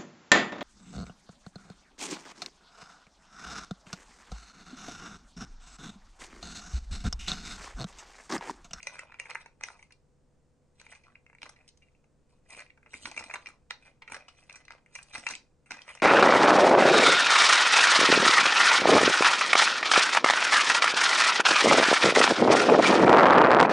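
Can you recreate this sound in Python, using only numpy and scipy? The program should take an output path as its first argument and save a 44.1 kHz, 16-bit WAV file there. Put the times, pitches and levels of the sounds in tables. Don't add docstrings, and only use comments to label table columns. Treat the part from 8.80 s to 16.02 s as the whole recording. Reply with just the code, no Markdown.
import sys
import numpy as np
from scipy import signal
from scipy.fft import rfft, irfft, next_fast_len
from scipy.io import wavfile
from scipy.ndimage import map_coordinates

SR = 44100
rng = np.random.default_rng(int(sys.argv[2]) if len(sys.argv) > 2 else 0)


def dump(signal):
    limited = np.clip(np.atleast_2d(signal).T, -1, 1)
    pcm = np.round(limited * 32767).astype(np.int16)
    wavfile.write(sys.argv[1], SR, pcm)


N = 318388

# [f/Hz, level/dB]
AIR_SPECTRUM = [(20, -1), (75, -6.5), (106, -8.5), (141, -8.5), (300, -11.5), (350, -16), (480, -14),
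                (670, -21), (960, -25), (3300, -39), (7500, -36), (10000, -41.5)]
# [f/Hz, rms level/dB]
HUM_PARTIALS = [(72, -78), (141, -77), (215, -93.5), (497, -81.5)]
# [t/s, hold/s, rolling level/dB, scraping level/dB], levels before trim
PAW_SWIPES = [ (0.0, 0.11, -56, -66), (0.135, 0.051, -49, -58.5), (0.24, 0.25, -65, -96),
              (0.41, 0.2, -54, -65.5), (0.845, .07, -54.5, -61), (1.0, 0.037, -74, -71),
              (1.996, 0.15, -59.5, -64.5), (2.241, 0.073, -65, -80), (2.642, 0.029, -58, -62.5),
              (2.73, 0.15, -73.5, -82), (3.02, 0.15, -82, -89), (3.515, 0.017, -68.5, -72.5),
              (3.711, 0.082, -50.5, -55.5), (4.127, 0.12, -59.5, -54.5), (4.26, 0.24, -52, -61),
              (4.51, 0.17, -57.5, -67), (5.03, 0.054, -58.5, -71.5), (5.329, 0.036, -50, -59),
              (5.399, 0.12, -83, -90), (5.549, 0.11, -64, -69.5), (5.7, 0.1, -58, -74),
              (5.914, 0.033, -56, -77), (6.144, 0.042, -52, -58.5), (6.313, 0.086, -49.5, -51),
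              (6.47, 0.053, -49, -51.5), (6.928, 0.14, -52, -69), (7.08, 0.077, -57, -59.5)]
# [t/s, rumble level/dB before trim]
STAND_JOLTS = [ (2.635, -55), (3.73, -55.5), (4.139, -53), (4.253, -45), (4.372, -48), (4.419, -55.5),
               (4.54, -55.5), (4.67, -55.5), (5.322, -49.5), (6.355, -47), (6.512, -46.5), (6.909, -53)]
# [f/Hz, level/dB]
ROLL_SPECTRUM = [(120, -49), (300, -18.5), (600, 1), (950, -2.5), (1550, -1.5), (1800, -4.5), (2030, 6.5),
                 (2230, -6.5), (2450, 9.5), (2750, -10), (3200, -12.5), (5000, -18.5), (9000, -37.5)]
# [f/Hz, level/dB]
TICK_SPECTRUM = [(1500, -33.5), (2800, 6.5), (3400, -1), (4050, 7), (4400, 2), (5200, 1), (5950, 4.5),
                 (6700, -1), (7350, -3.5), (8200, 2.5), (9400, 4.5), (11000, -57.5)]
# [f/Hz, level/dB]
RUMBLE_SPECTRUM = [(40, -9), (75, 6), (110, -4), (170, -1), (290, 7), (500, -14.5), (900, -15)]
# [t/s, level/dB over the first 5 ms, knock share/dB,
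# tick share/dB before brightening, favoured ring f/Hz, tick centre f/Hz, buzz decay/ms before its floor]
CONTACTS = [(0.003, -48, -14, -29.5, 2370, 3540, 0.6), (0.03, -41.5, -24, -7, 2450, 5600, 0.88),
            (0.0707, -30.5, -10, -6.5, 2200, 6500, 1.1), (0.156, -47, -1.5, -21, 1600, 4700.0, 0.89),
            (0.1925, -37, -8.5, -11, 2007, 7600, 2), (0.298, -56, 1, -23, 966, 3500, 1.7),
            (0.322, -49, -2.5, -18, 2020, 3500.0, 2.5), (0.343, -47, -5.5, -16, 1980, 3500.0, 0.8),
            (0.388, -55, -6.5, -28, 1600, 7450, 0.78), (0.399, -33, -12, -12.5, 2107, 7300, 1.2),
            (0.456, -44.5, -21.5, -21.5, 2150, 7450, 2.5), (0.467, -53, -3, -20.5, 2430, 4530, 1.0),
            (0.5005, -41, -7, -9.5, 1015, 6050, 3), (0.508, -41, -8.5, -2, 2440, 3900, 1.0),
            (0.5136, -40.5, -7, -27, 2143, 4620, 0.28), (0.549, -42, -8.5, -11.5, 1960, 7000, 1.9),
            (0.5546, -31.5, -4, -31, 1890, 7500, 0.34), (0.661, -47, -4.5, -15, 2460, 6400, 0.68),
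            (0.811, -45, -3, -13, 1995, 5370, 0.44), (0.837, -30.5, -7, -8.5, 1840, 5140, 0.55),
            (0.886, -41, -1.5, -13, 1220, 5840, 0.54), (0.903, -46.5, -0.5, -21, 804, 7700.0, 0.55),
            (0.993, -54, -6.5, -15, 2000, 6840, 6.1), (1.027, -50, -8.5, -12.5, 2340, 5400, 2.8),
            (1.107, -58, -4.5, -13, 1970, 5200.0, 7.1), (1.123, -54.5, -24.5, -4, 2470, 5370, 2.7),
            (1.999, -53, -25, -9, 2470, 4300.0, 2.2), (2.015, -50.5, -1.5, -6.5, 2400, 5640, 0.39),
            (2.066, -49.5, -9, -16, 2260.0, 4870, 1.2), (2.116, -57.5, -12, 1, 1840.0, 6450, 4.2),
            (2.133, -52.5, -6.5, -20, 2130, 5260, 2.5), (2.151, -54.5, -14, -11, 2180, 5300, 5.5),
            (2.236, -60.5, -16, -10, 2400, 4300.0, 16), (2.355, -48.5, -12.5, -25, 2420, 3700.0, 1.7),
            (2.465, -55, -12.5, -22, 2390, 6040, 1.6), (2.499, -56, -4.5, -29, 2280, 6600.0, 0.95),
            (2.53, -57.5, -5, -27, 2160.0, 6400.0, 2.1), (2.55, -53.5, -9, -18, 1970, 6900.0, 2),
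            (2.585, -56.5, -16, -11.5, 1990, 5300.0, 0.88), (2.619, -44.5, -10.5, -5, 2340.0, 4670, 1.3),
            (2.631, -39, -10, -6.5, 2600, 3380, 1.4), (2.657, -48.5, 1, -6, 1250, 4200.0, 8.7),
            (2.664, -46, -2, -13, 2080, 3900.0, 0.6), (2.693, -46.5, -2.5, -3.5, 1050, 6600, 4.5),
            (2.762, -59.5, -17, -14, 1930, 4200.0, 4.5), (2.879, -55.5, -24, -2, 2750, 6400, 4.8),
            (2.889, -54.5, -26, 5, 2710.0, 4830, 2.9), (2.974, -63, -17, 1, 2620.0, 6040, 3.2),
            (3.022, -61, -26, -15, 2770, 5330, 12), (3.085, -67, -23, -24, 2540, 6560, 0.63),
            (3.15, -68, -14, -22, 2580, 5700.0, 0.6), (3.242, -67.5, -3, -15, 2590, 5700, 3),
            (3.705, -47.5, -49.5, -5, 2580, 8140, 1.8), (3.749, -47.5, -11.5, -29, 2300, 7000.0, 0.29),
            (3.775, -47, -4, -17, 2080, 6540, 3), (3.794, -43, -8, -7, 2500, 5670, 0.6),
            (3.805, -47, -7, -9, 2190.0, 6840, 0.43), (3.864, -58, -37, -18, 2430.0, 4700.0, 0.59),
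            (3.904, -52, -23, -20, 2040, 4100.0, 0.55), (3.975, -59, -2.5, -21, 2380, 5700.0, 4.6),
            (4.03, -58.5, -4.5, -23, 2030, 7100.0, 3.5), (4.062, -53, -7.5, -29, 1940, 4900.0, 0.84),
            (4.07, -57.5, -1, -35, 2010, 5000.0, 0.44), (4.134, -45, -4, -11, 2400, 7100, 9),
            (4.141, -37, -10, -13, 2250, 7450, 0.78), (4.256, -32, -6.5, -7.5, 1260, 4300, 3.7),
            (4.274, -45, 0.5, -16, 1100, 7000, 1.1), (4.315, -46, -6.5, -2.5, 2430, 6200, 1.1),
            (4.365, -41, -7, -12, 2290, 6400.0, 4.7), (4.376, -30, -6.5, -12.5, 2510, 6000, 6.4),
            (4.392, -40.5, -8, -5.5, 2430, 5840, 9.1), (4.409, -42, 8, -22, 870, 5800, 1.6),
            (4.425, -44.5, -8.5, -18.5, 1100, 6500.0, 0.14), (4.44, -43, -3.5, -4, 2470.0, 5840, 1.7),
            (4.511, -39.5, -3.5, -19, 1520, 5130, 3), (4.539, -31.5, -10.5, -14, 2040, 8300, 2.3),
            (4.544, -39, -2.5, -8, 2000, 8300.0, 1.9), (4.557, -36, -3, -12, 1550, 3260, 5.2),
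            (4.66, -40.5, -14.5, -12.5, 2500, 4330, 0.65), (4.67, -38.5, -5, -11, 2420, 3800, 1.7),
            (4.688, -50, 5.5, -3, 2070.0, 6800, 0.78), (4.908, -33, -21.5, -7.5, 2050, 4040, 0.2),
            (4.9087, -37, 1.5, -9, 1560, 5200, 1.2), (5.221, -45.5, -7.5, -14, 2230, 3650, 6.5),
            (5.278, -43, -12.5, -16, 2460, 3380, 5.9), (5.299, -48.5, -2, -8, 2310.0, 6960, 5.9),
            (5.321, -36.5, -6, -9.5, 2210, 8600, 1.5), (5.345, -36.5, -3, -10, 2100, 4700, 7.4),
            (5.365, -46, -4.5, -15, 650, 4300.0, 2.9), (5.483, -48.5, -6, -4.5, 2780, 4100, 11),
            (5.697, -44.5, -11, -12.5, 2540, 4300.0, 2.3), (5.708, -48.5, -6.5, -24, 2390, 5100.0, 0.55),
            (5.727, -51.5, -6, 5, 2370, 6000, 2.4), (5.757, -46, -8, -4, 2210, 6500.0, 11),
            (5.852, -57, -10, -2, 1960, 4350, 3), (5.882, -46.5, -5, -11.5, 1920, 4300, 1.1),
            (5.907, -42.5, -1, -14, 1420, 4000, 0.41), (5.922, -50.5, -2, -6, 2470, 3880, 0.43),
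            (5.935, -55, 1, -28, 1210, 4000, 4.6), (6.062, -56.5, -11, -14, 2030, 7550, 0.53),
            (6.153, -38.5, -18.5, -4.5, 2420, 7160, 4), (6.16, -42.5, -10, -19, 2340, 6400, 2.5),
            (6.189, -43, -6, -21.5, 2300, 7400.0, 1.9), (6.229, -49.5, -19, 2, 2260, 7060, 3.3),
            (6.335, -45, -5, -6, 2470.0, 5200.0, 11), (6.352, -35.5, -7.5, -9, 2015, 5160, 3.1),
            (6.357, -35, -7, -32, 2060.0, 4300.0, 0.55), (6.381, -43.5, -2, -0.5, 2240.0, 6100.0, 0.55),
            (6.467, -26, -12, -15.5, 2440, 5940, 3), (6.489, -35.5, 4.5, -0.5, 1150, 5400.0, 0.4),
            (6.501, -38.5, -1.5, -3, 2370, 5930, 6.2), (6.509, -34.5, -7.5, -4.5, 2400, 6100, 6.7),
            (6.524, -45, -9, -4, 2430, 5900, 2), (6.537, -38, -21, -19, 2510, 4770, 2.3),
            (6.553, -37.5, -28, -3.5, 2370, 5400, 0.84), (6.86, -59.5, -8, -10, 2530, 8400, 20),
            (6.908, -35.5, -3, -8, 2240, 5350, 6.8), (6.919, -35.5, -7, -9.5, 2730, 4960, 0.26),
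            (6.941, -47, -2.5, -10, 1800, 5270, 8.1), (6.969, -50, -2.5, -7, 620, 5700.0, 5.9),
            (7.019, -46.5, -8, 1.5, 2520, 4300, 0.94), (7.08, -45.5, -3, -10, 600, 4710, 2.7),
            (7.089, -42.5, -28, -19, 2280, 6200.0, 1.6), (7.152, -46, -3, -8, 1500, 6500, 0.69),
            (7.175, -49.5, -15, -27, 2380, 5200.0, 0.73), (7.2, -46, -10.5, -15.5, 2280, 4740, 2.1)]
# [f/Hz before detuning, nominal width/Hz, relative level/dB]
BALL_RESONANCES = [(2037, 250, 0.5), (2409, 290, 1), (2750, 90, -0.5)]
# [f/Hz, level/dB]
KNOCK_SPECTRUM = [(100, -23.5), (280, -15), (430, -7.5), (560, 0), (750, -2), (950, 2.5), (1250, -0.5),
                  (1550, 4), (1850, -9.5), (3000, -34.5)]
# [t/s, mean phase by which the ring leads on the left/rad]
PLAY_BEARING = [(1.1, -0.62), (2.2, 0.43), (4.4, 0.16), (6.4, -0.22)]
# [f/Hz, share]
RING_LEAD_SHARE = [(700, 0.1), (2100, 0.65), (3000, 0.3), (4500, 0.043)]
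# [f/Hz, time to fall 60 dB/s]
ROOM_T60 = [(200, 0.32), (800, 0.3), (2200, 0.17), (5500, 0.24), (10000, 0.067)]
# [f/Hz, phase by which left leads/rad]
LEFT_LEAD_PHASE = [(2800, 0.97), (3900, -2.5), (5300, -2.5), (6400, -5)]
# [f/Hz, level/dB]
SIDE_GAIN = [(250, -12.5), (600, -9.5), (1100, -6), (2200, -0.5), (4600, -1), (7000, -3.5)]

SWIPE_ATTACK_S, ROLL_FALL_DB_PER_S, SCRAPE_FALL_DB_PER_S = 0.018, 194, 301
JOLT_ATTACK_S, JOLT_HOLD_S, JOLT_FALL_DB_PER_S = 0.0081, 0.0097, 288.5
BEARING_SPREAD_RAD = 0.3
PRE_BLOW_S = 1 / 100
BAND_LIMIT_HZ = 9850


def amp(db):
    return 10 ** (np.asarray(db) / 20)


def unit(x):
    return x / np.sqrt(np.mean(x ** 2) + 1e-20)


def along(points, hz):
    f, value = np.transpose(points)
    return np.interp(np.log(hz + 1), np.log(f + 1), value)


def wobble(rate):
    knots = rng.standard_normal(int(N * rate / SR) + 4)
    return map_coordinates(knots, [np.arange(N) * rate / SR])


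def ripple(size, order):
    return unit(signal.fftconvolve(rng.standard_normal(size), np.hanning(order), "same"))


def filtered(x, response):
    m = next_fast_len(N + SR // 2)
    hz = np.fft.rfftfreq(m, 1 / SR)
    return irfft(rfft(x, m) * response(hz), m)[..., :N]


def causal(gain):
    cepstrum = irfft(np.log(np.maximum(gain, 1e-6)))
    half = len(cepstrum) // 2
    cepstrum[1:half] *= 2
    cepstrum[half + 1:] = 0
    return irfft(np.exp(rfft(cepstrum)))


def coloured(x, spectrum, size=2048):
    body = causal(amp(along(spectrum, np.fft.rfftfreq(size, 1 / SR))))
    return unit(signal.fftconvolve(x, body)[:N])


def add(track, s, sound):
    start = max(round(s * SR), 0)
    part = track[..., start:start + sound.shape[-1]]
    part += sound[..., :part.shape[-1]]


def background(air_db=-68, width=0.42, waver_rad=0.58):
    mid, side = (coloured(rng.standard_normal(N), AIR_SPECTRUM, size=8192) for _ in range(2))
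    t = np.arange(N) / SR
    hum = np.zeros(N)
    for hz, db in HUM_PARTIALS:
        phase = 2 * np.pi * hz * t + waver_rad * wobble(7.7)
        hum += amp(db) * np.sqrt(2) * np.sin(phase)
    return amp(air_db) * np.array([mid + width * side, mid - width * side]) + hum


def grains(rate, spread_db, hiss):
    sizes = amp(spread_db * np.clip(rng.standard_normal(N), -2, 2))
    hits = (rng.random(N) < rate / SR) * sizes
    signs = np.sign(rng.standard_normal(N))
    return unit(hits * signs) + hiss * rng.standard_normal(N)


def patchy(x, depth_db, size=512):
    z = signal.stft(x, nperseg=size)[2]
    smoothing = np.outer(np.hanning(13), np.hanning(9))
    field = signal.fftconvolve(rng.standard_normal(z.shape), smoothing, "same")
    return unit(signal.istft(z * amp(depth_db * unit(field)), nperseg=size)[1][:N])


def stroke(start_s, hold_s, attack_s, fall_db_per_s):
    t = np.arange(N) / SR - start_s
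    swell = np.exp(np.minimum(t, 0) / attack_s)
    return swell * amp(-fall_db_per_s * np.maximum(t - hold_s, 0))


def rolling(roll_db=-3, scrape_db=-2, rumble_db=-3, roll_patchy_db=4.5, scrape_patchy_db=4):
    speed, grip, shake = np.zeros((3, N))
    for s, hold_s, level_db, claw_db in PAW_SWIPES:
        speed += stroke(s, hold_s, SWIPE_ATTACK_S, ROLL_FALL_DB_PER_S) * amp(level_db)
        grip += stroke(s, hold_s, SWIPE_ATTACK_S, SCRAPE_FALL_DB_PER_S) * amp(claw_db)
    for s, level_db in STAND_JOLTS:
        shake += stroke(s, JOLT_HOLD_S, JOLT_ATTACK_S, JOLT_FALL_DB_PER_S) * amp(level_db)
    uneven = amp(3 * wobble(60))
    catches = grains(rate=600, spread_db=3, hiss=0.4)
    seams = grains(rate=240, spread_db=4, hiss=0.22)
    jostles = grains(rate=150, spread_db=5, hiss=0.28)
    roll = amp(roll_db) * patchy(coloured(seams, ROLL_SPECTRUM), roll_patchy_db) * speed
    scrape = amp(scrape_db) * patchy(coloured(catches, TICK_SPECTRUM), scrape_patchy_db) * grip
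    rumble = amp(rumble_db) * coloured(jostles, RUMBLE_SPECTRUM) * shake
    return uneven * (roll + scrape) + rumble


def shell(hz, knock_db, tick_db, ring_hz, tick_hz, focus_hz=620, knock_focus_hz=260, knock_lift=2.15,
          tick_focus_hz=2300, bright_db=2.0, ripple_db=3, detune=0.014):
    f = hz * np.exp(detune * rng.standard_normal())
    power = np.zeros(len(hz))
    for centre_hz, width_hz, db in BALL_RESONANCES:
        power += amp(db) ** 2 / (1 + ((f - centre_hz) / (width_hz / 2)) ** 2) ** 1.9
    ball = np.sqrt(power) / (1 + ((hz - ring_hz) / focus_hz) ** 2)
    uneven = np.tanh(ripple(len(hz), order=80))
    tube = amp(along(KNOCK_SPECTRUM, f) + ripple_db * uneven)
    tube *= 1 + knock_lift / (1 + ((hz - ring_hz) / knock_focus_hz) ** 2)
    crack = amp(along(TICK_SPECTRUM, f) + 4 * uneven)
    crack /= 1 + ((hz - tick_hz) / tick_focus_hz) ** 2
    knock, tick = amp(knock_db), amp(tick_db + bright_db)
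    ball_share = max(1 - knock ** 2 - tick ** 2, 0.1)
    return np.sqrt(ball_share * unit(ball) ** 2 + (knock * unit(tube)) ** 2 + (tick * unit(crack)) ** 2)


def flurry(envelope, apart, rate=SR):
    size = len(envelope)
    taps = (rng.standard_normal(size) + apart * rng.standard_normal((2, size))) * envelope
    taps *= rng.random(size) < rate / SR
    return taps / (np.linalg.norm(taps[0]) + 1e-20)


def strike(t, buzz_s, lead_in_s=0.0032, chatter=0.21, chatter_t60=0.089, chatter_rate=300,
           apart=0.44, mirror=0.37, tile_s=0.0023):
    after = np.abs(t)
    force = 0.19 * flurry(np.exp(-after / lead_in_s) * (t < 0), apart)
    buzz = flurry(np.exp(-after / buzz_s) * (t > 0), apart)
    force += np.sqrt(buzz_s / 0.0017) * buzz
    force += chatter * flurry(amp(-60 * after / chatter_t60) * (t > 0), apart, chatter_rate)
    force[:, np.searchsorted(t, 0)] += 0.85
    delay = round(tile_s * SR * rng.normal(1, 0.046))
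    return force + mirror * np.roll(force, delay, axis=1)


def click(db, knock_db, tick_db, ring_hz, tick_hz, buzz_ms, lead, scatter=1.0, size=4096):
    hz = np.fft.rfftfreq(size, 1 / SR)
    t = np.arange(size) / SR - PRE_BLOW_S
    phase = lead * along(RING_LEAD_SHARE, hz)
    phase = phase + scatter * np.minimum(hz / 6000, 1) * ripple(len(hz), order=200)
    ring = rfft(causal(shell(hz, knock_db, tick_db, ring_hz, tick_hz)))
    force = strike(t, max(buzz_ms, 0.3) / 1000)
    sound = irfft(rfft(force) * ring * np.exp(0.5j * np.array([[1], [-1]]) * phase))
    first_5_ms = sound.mean(0)[(t >= 0) & (t < 0.005)]
    return amp(db) * sound / np.sqrt(np.mean(first_5_ms ** 2))


def clicks():
    track = np.zeros((2, N + SR // 100))
    for s, db, *colour in CONTACTS:
        bearing = np.interp(s, *np.transpose(PLAY_BEARING))
        lead = bearing + BEARING_SPREAD_RAD * rng.standard_normal()
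        add(track, s, click(db, *colour, lead))
    return track[:, -N:]


def room(x, width=0.77, onset_s=0.0023, count=48):
    wet = np.zeros((2, N))
    for part in np.array_split(np.arange(N), count):
        hz, t, z = signal.stft(rng.standard_normal((2, SR // 2)), SR, nperseg=256)
        decay = amp(-60 * t / along(ROOM_T60, hz)[:, None])
        tail = signal.istft(z * decay * (1 - np.exp(-t / onset_s)), SR, nperseg=256)[1]
        tail /= np.linalg.norm(tail[0])
        mid, side = signal.fftconvolve(x[part][None], tail, axes=1)
        add(wet, part[0] / SR, np.array([mid + width * side, mid - width * side]))
    return wet


def scene(room_db=-13):
    air_and_hum = background()
    toy = rolling() + clicks()
    right_only = np.array([[0], [1]])
    direct = filtered(toy, lambda hz: np.exp(-1j * right_only * along(LEFT_LEAD_PHASE, hz)))
    left, right = direct + amp(room_db) * room(toy.mean(0))
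    mid = (left + right) / 2
    side = filtered((left - right) / 2, lambda hz: amp(along(SIDE_GAIN, hz)))
    return np.array([mid + side, mid - side]) + air_and_hum


def record(dry):
    return filtered(dry, lambda hz: 1 / np.sqrt(1 + (hz / BAND_LIMIT_HZ) ** 160))


dry = scene()
out = record(dry)
dump(out)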